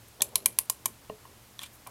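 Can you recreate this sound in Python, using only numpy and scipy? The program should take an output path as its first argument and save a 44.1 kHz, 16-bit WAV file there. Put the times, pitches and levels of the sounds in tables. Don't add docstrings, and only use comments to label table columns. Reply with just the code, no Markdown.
import sys
import numpy as np
from scipy import signal
from scipy.fft import rfft, irfft
from scipy.io import wavfile

SR = 44100
rng = np.random.default_rng(int(sys.argv[2]) if len(sys.argv) > 2 else 0)


def store_wav(level_fs):
    pcm = np.round(np.clip(np.atleast_2d(level_fs), -1, 1) * 32767)
    wavfile.write(sys.argv[1], SR, pcm.T.astype(np.int16))


N = 83790
T = np.arange(N) / SR

# t/s, landing level/dB, slip versus landing/dB,
# wait until landing/s, jolt to the case/dB, pawl f/Hz, then a boost/dB at each of COLOUR_HZ
TEETH = [(0.2196, -11, -2, 0.0012, -5, 10150, 0.5, 7.5, 2, -1.5),
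         (0.3560, -12.5, 0, .0010, -1, 9850, 4, 3, -7.5, -4.5),
         (0.4586, -10, -2.5, 0.00096, 0, 10750, 9, -5.5, -1.5, 0.5),
         (0.5868, -12, -5, .0011, -1, 10250, 2, -2, -3, 2.5),
         (0.6982, -16, 1.5, 0.0012, 1, 10300, -3.5, 1, 6.5, 2),
         (0.8571, -18.5, 5.5, .0014, 3.5, 10500, 6.5, 8, 2.5, 4)]
COLOUR_HZ = (2400, 4800, 7500, 14000)
NEUTRAL_HZ = 10500
# f/Hz, level/dB, t60/s (the time to fade by 60 dB)
STEEL_TONES = [(2360, -26.5, 0.035), (3035, -26.5, 0.023), (3300, -29, 0.0073), (4660, -21, 0.0087),
               (6290, -28, 0.018), (6890, -17.5, 0.0093), (7310, -16, 0.022), (8330, -21, 0.013),
               (8730, -22.5, 0.0089), (9580, -20, 0.034), (10720, -7.5, 0.014), (11830, -10.5, 0.02),
               (12100, -27, 0.02), (13900, -17.5, 0.016)]
TONE_SPREAD_DB, STEEL_LOW_CUT_HZ = 1.5, 1740
PAWL_DB, PAWL_T60_S = -26, 0.066
# f/Hz, level/dB
CRACK_SPECTRUM = [(1500, -19.5), (2400, -15), (3200, -8), (4300, -10), (5500, -8.5), (7000, -2.5),
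                  (10300, 2.5), (13000, -4.5), (16000, -18)]
CRACK_DB, CRACK_T60_S = -7, 0.019
SNAP_DB, SNAP_T60_S = -1, 0.0035

# f/Hz, level/dB, t60/s, extra level when jolted from inside/dB
CASE_TONES = [(128, -15.5, 0.019, -6), (250, -3, 0.013, -8.5), (430.4, -10, 0.18, -17),
              (630, -1.5, 0.03, -5.5), (888, -6, 0.018, 7), (1055.7, -4.5, 0.033, 9.5),
              (1870, -19.5, 0.055, 3), (2850, 1, 0.013, -7), (4260, -1, .012, -19)]
CASE_JOLT_DB = -33
# t/s, level/dB, contact time/s
KNOCKS = [(0.2080, -34.5, 0.0011), (1.0955, -46.5, 0.00016), (1.0979, -26.5, 0.0004)]
# t/s, level/dB
NUDGES = [(1.2530, -45.5), (1.2660, -57), (1.278, -57), (1.591, -50.5), (1.617, -50), (1.8659, -45.5),
          (1.8731, -42)]

# f/Hz, level/dB, t60/s
KEY_TONES = [(1806, -13.5, 0.059), (3300, 1.5, 0.017), (3510, 4, 0.011), (4040, -2.5, .014),
             (6000, -6, .008)]
# t/s, level/dB
SWINGS = [(0.207, -28.5), (1.5913, -32.5)]
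# f/Hz, level/dB
KEY_SPECTRUM = [(700, -12), (1100, -1), (1500, -7.5), (2400, -8.5), (3400, 2), (4300, -6.5), (5500, -8.5),
                (9000, -6.5), (13000, -11.5), (16000, -22.5)]
# t/s, level/dB, treble tilt/(dB per octave), t60/s
TICKS = [(0.0835, -45.5, 14, 0.023), (0.2078, -46, 11, 0.03), (1.5920, -30.5, -0.5, 0.008),
         (1.6334, -28, 13, 0.0044), (1.8713, -37.5, 8, 0.025)]
# start/s, end/s, level/dB, treble tilt/(dB per octave)
SLIDES = [(1.597, 1.672, -50, -1), (1.616, 1.643, -44, -1.5), (1.728, 1.762, -57, 13)]
SLIDE_GRAINS_PER_S, SLIDE_ROUGH_DB, SLIDE_FADE_S = 1000, 3.2, 0.0064
# t/s, level/dB
PINGS = [(1.6353, -40.5), (1.8660, -46.5)]
PING_HZ, PING_T60_S = 2366, 0.063

# peak t/s, level/dB, rise/s, fall/s, f/Hz
RUBS = [(0.207, -43, 0.0063, 0.0077, 745), (0.24, -52, 0.047, 0.058, 490), (0.35, -53.5, 0.032, 0.043, 575),
        (0.44, -57.5, 0.12, 0.16, 454), (0.46, -56, 0.07, .04, 238), (0.885, -57, 0.036, .025, 260),
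        (1.31, -64, 0.059, 0.029, 440), (1.636, -58, .005, 0.0086, 310), (1.871, -49, 0.0075, 0.023, 885)]
RUB_WIDTH = 1.37

# f/Hz, level/dB
ECHO_SPECTRUM = [(200, 10), (1000, -6.5), (3000, -5), (6500, -9), (10000, -4), (13000, -6.5), (16000, -4.5)]
ROOM_DB, ROOM_T60_S, ROOM_DELAY_S, ECHO_SPREAD_DB = -17, 0.15, 0.0075, 4.5
TABLE_DB, TABLE_ECHO_S = -24, 0.009
# f/Hz, level/dB
HISS_SPECTRUM = [(25, -9), (60, -6.5), (110, -12.5), (190, -8), (280, -10.5), (600, -13.5), (1100, -14.5),
                 (1400, -17), (4000, -20.5), (14400, -22.5), (16000, -30.5)]
HISS_DB = -56
# f/Hz, width/Hz, level/dB
HUMS = [(76.2, 24, -67.5), (115.7, 15, -62.5)]


def ratchet():
    out = np.zeros(N)
    for t, db, slip_db, wait, _, pawl_hz, *colour_db in TEETH:
        times, levels = np.array([t, t + wait]), np.array([db + slip_db, db])
        for k, (hz, tone_db, t60) in enumerate(STEEL_TONES):
            strengths = levels + tone_db + tooth_colour(colour_db, hz)
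            strengths += TONE_SPREAD_DB * rng.standard_normal(2)
            out += (-1) ** k * tone(clicks(times, strengths), hz, t60)
        out += tone(clicks([t + wait], [db + PAWL_DB]), pawl_hz, PAWL_T60_S)
        crack = noise([(hz, level + tooth_colour(colour_db, hz)) for hz, level in CRACK_SPECTRUM])
        for at, level in zip(times, levels):
            fade = amp(SNAP_DB) * decay(at, SNAP_T60_S) + amp(CRACK_DB) * decay(at, CRACK_T60_S)
            out += amp(level) * fade * crack
    return signal.sosfilt(signal.butter(4, STEEL_LOW_CUT_HZ, "high", fs=SR, output="sos"), out)


def tooth_colour(colour_db, hz):
    points = sorted(zip((*COLOUR_HZ, NEUTRAL_HZ), (*colour_db, 0)))
    return level_at(points, hz)


def wooden_case():
    times, _, _, _, jolt_db, *_ = np.transpose(TEETH)
    jolts = clicks(times, jolt_db + CASE_JOLT_DB) + clicks(*np.transpose(NUDGES))
    knocks = sum(amp(db) * push(t, length) for t, db, length in KNOCKS)
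    return sum((-1) ** k * amp(db) * tone(knocks + amp(inside_db) * jolts, hz, t60)
               for k, (hz, db, t60, inside_db) in enumerate(CASE_TONES))


def ring_key():
    swings = clicks(*np.transpose(SWINGS))
    clinks = sum((-1) ** k * amp(db) * tone(swings, hz, t60)
                 for k, (hz, db, t60) in enumerate(KEY_TONES))
    ticks = sum(amp(db) * decay(t, t60) * noise(KEY_SPECTRUM, tilt) for t, db, tilt, t60 in TICKS)
    roughness = unit_level(flicker(SLIDE_ROUGH_DB, SLIDE_GRAINS_PER_S))
    slides = sum(amp(db) * stroke(start, end) * noise(KEY_SPECTRUM, tilt)
                 for start, end, db, tilt in SLIDES)
    pings = tone(clicks(*np.transpose(PINGS)), PING_HZ, PING_T60_S)
    return clinks + ticks + roughness * slides + pings


def hand():
    return sum(amp(db) * swell(t, rise, fall) * band(hz / RUB_WIDTH, hz * RUB_WIDTH)
               for t, db, rise, fall, hz in RUBS)


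def room_echoes(sound):
    tail = flicker(ECHO_SPREAD_DB, per_second=1000) * noise(ECHO_SPECTRUM)
    tail *= decay(ROOM_DELAY_S, ROOM_T60_S)
    echoes = amp(ROOM_DB) * tail / np.linalg.norm(tail) + clicks([TABLE_ECHO_S], [TABLE_DB])
    return signal.fftconvolve(sound, echoes)[:N]


def background():
    hiss = amp(HISS_DB) * noise(HISS_SPECTRUM)
    hum = sum(amp(db) * band(hz - width / 2, hz + width / 2) for hz, width, db in HUMS)
    return hiss + hum


def amp(db):
    return 10 ** (np.asarray(db) / 20)


def unit_level(x):
    return x / np.sqrt(np.mean(x ** 2) + 1e-20)


def level_at(spectrum, hz):
    freqs, levels = np.transpose(spectrum)
    return np.interp(np.log(hz), np.log(freqs), levels)


def noise(spectrum, tilt_db=0):
    hz = np.maximum(np.arange(N // 2 + 1) * SR / N, 10)
    db = level_at(spectrum, hz) + tilt_db * np.log2(np.maximum(hz, 3000) / 9000)
    bass_cut = 1 + (spectrum[0][0] / hz / 2) ** 2
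    return unit_level(irfft(rfft(rng.standard_normal(N)) * amp(db) / bass_cut, N))


def band(low_hz, high_hz):
    sos = signal.butter(2, [low_hz, high_hz], "band", fs=SR, output="sos")
    return unit_level(signal.sosfilt(sos, rng.standard_normal(2 * N))[N:])


def flicker(spread_db, per_second):
    return amp(spread_db * np.interp(T * per_second, np.arange(N), rng.standard_normal(N)))


def decay(t, t60):
    return (T >= t) * amp(-60 * np.maximum(T - t, 0) / t60)


def swell(t, rise, fall):
    return np.exp(-((T - t) / np.where(T < t, rise, fall)) ** 2)


def stroke(start, end):
    return np.clip(np.minimum(T - start, end - T) / SLIDE_FADE_S + .5, 0, 1)


def push(t, length):
    force = np.sin(np.pi * np.clip((T - t) / max(length, 2 / SR), 0, 1))
    return force / force.sum()


def clicks(times, db):
    return np.bincount((np.asarray(times) * SR).astype(int), amp(db), N)[:N]


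def tone(force, hz, t60):
    shrink, angle = amp(-60 / (t60 * SR)), 2 * np.pi * hz / SR
    return signal.lfilter([0, np.sin(angle)], [1, -2 * shrink * np.cos(angle), shrink ** 2],
                          force + 1e-18)


def scene():
    box = ratchet() + wooden_case() + ring_key() + hand()
    return (box + room_echoes(box) + background())[None]


def record(dry):
    cutoff_hz = 15900
    return signal.sosfilt(signal.ellip(10, .1, 80, cutoff_hz, fs=SR, output="sos"), dry)


dry = scene()
out = record(dry)
store_wav(out)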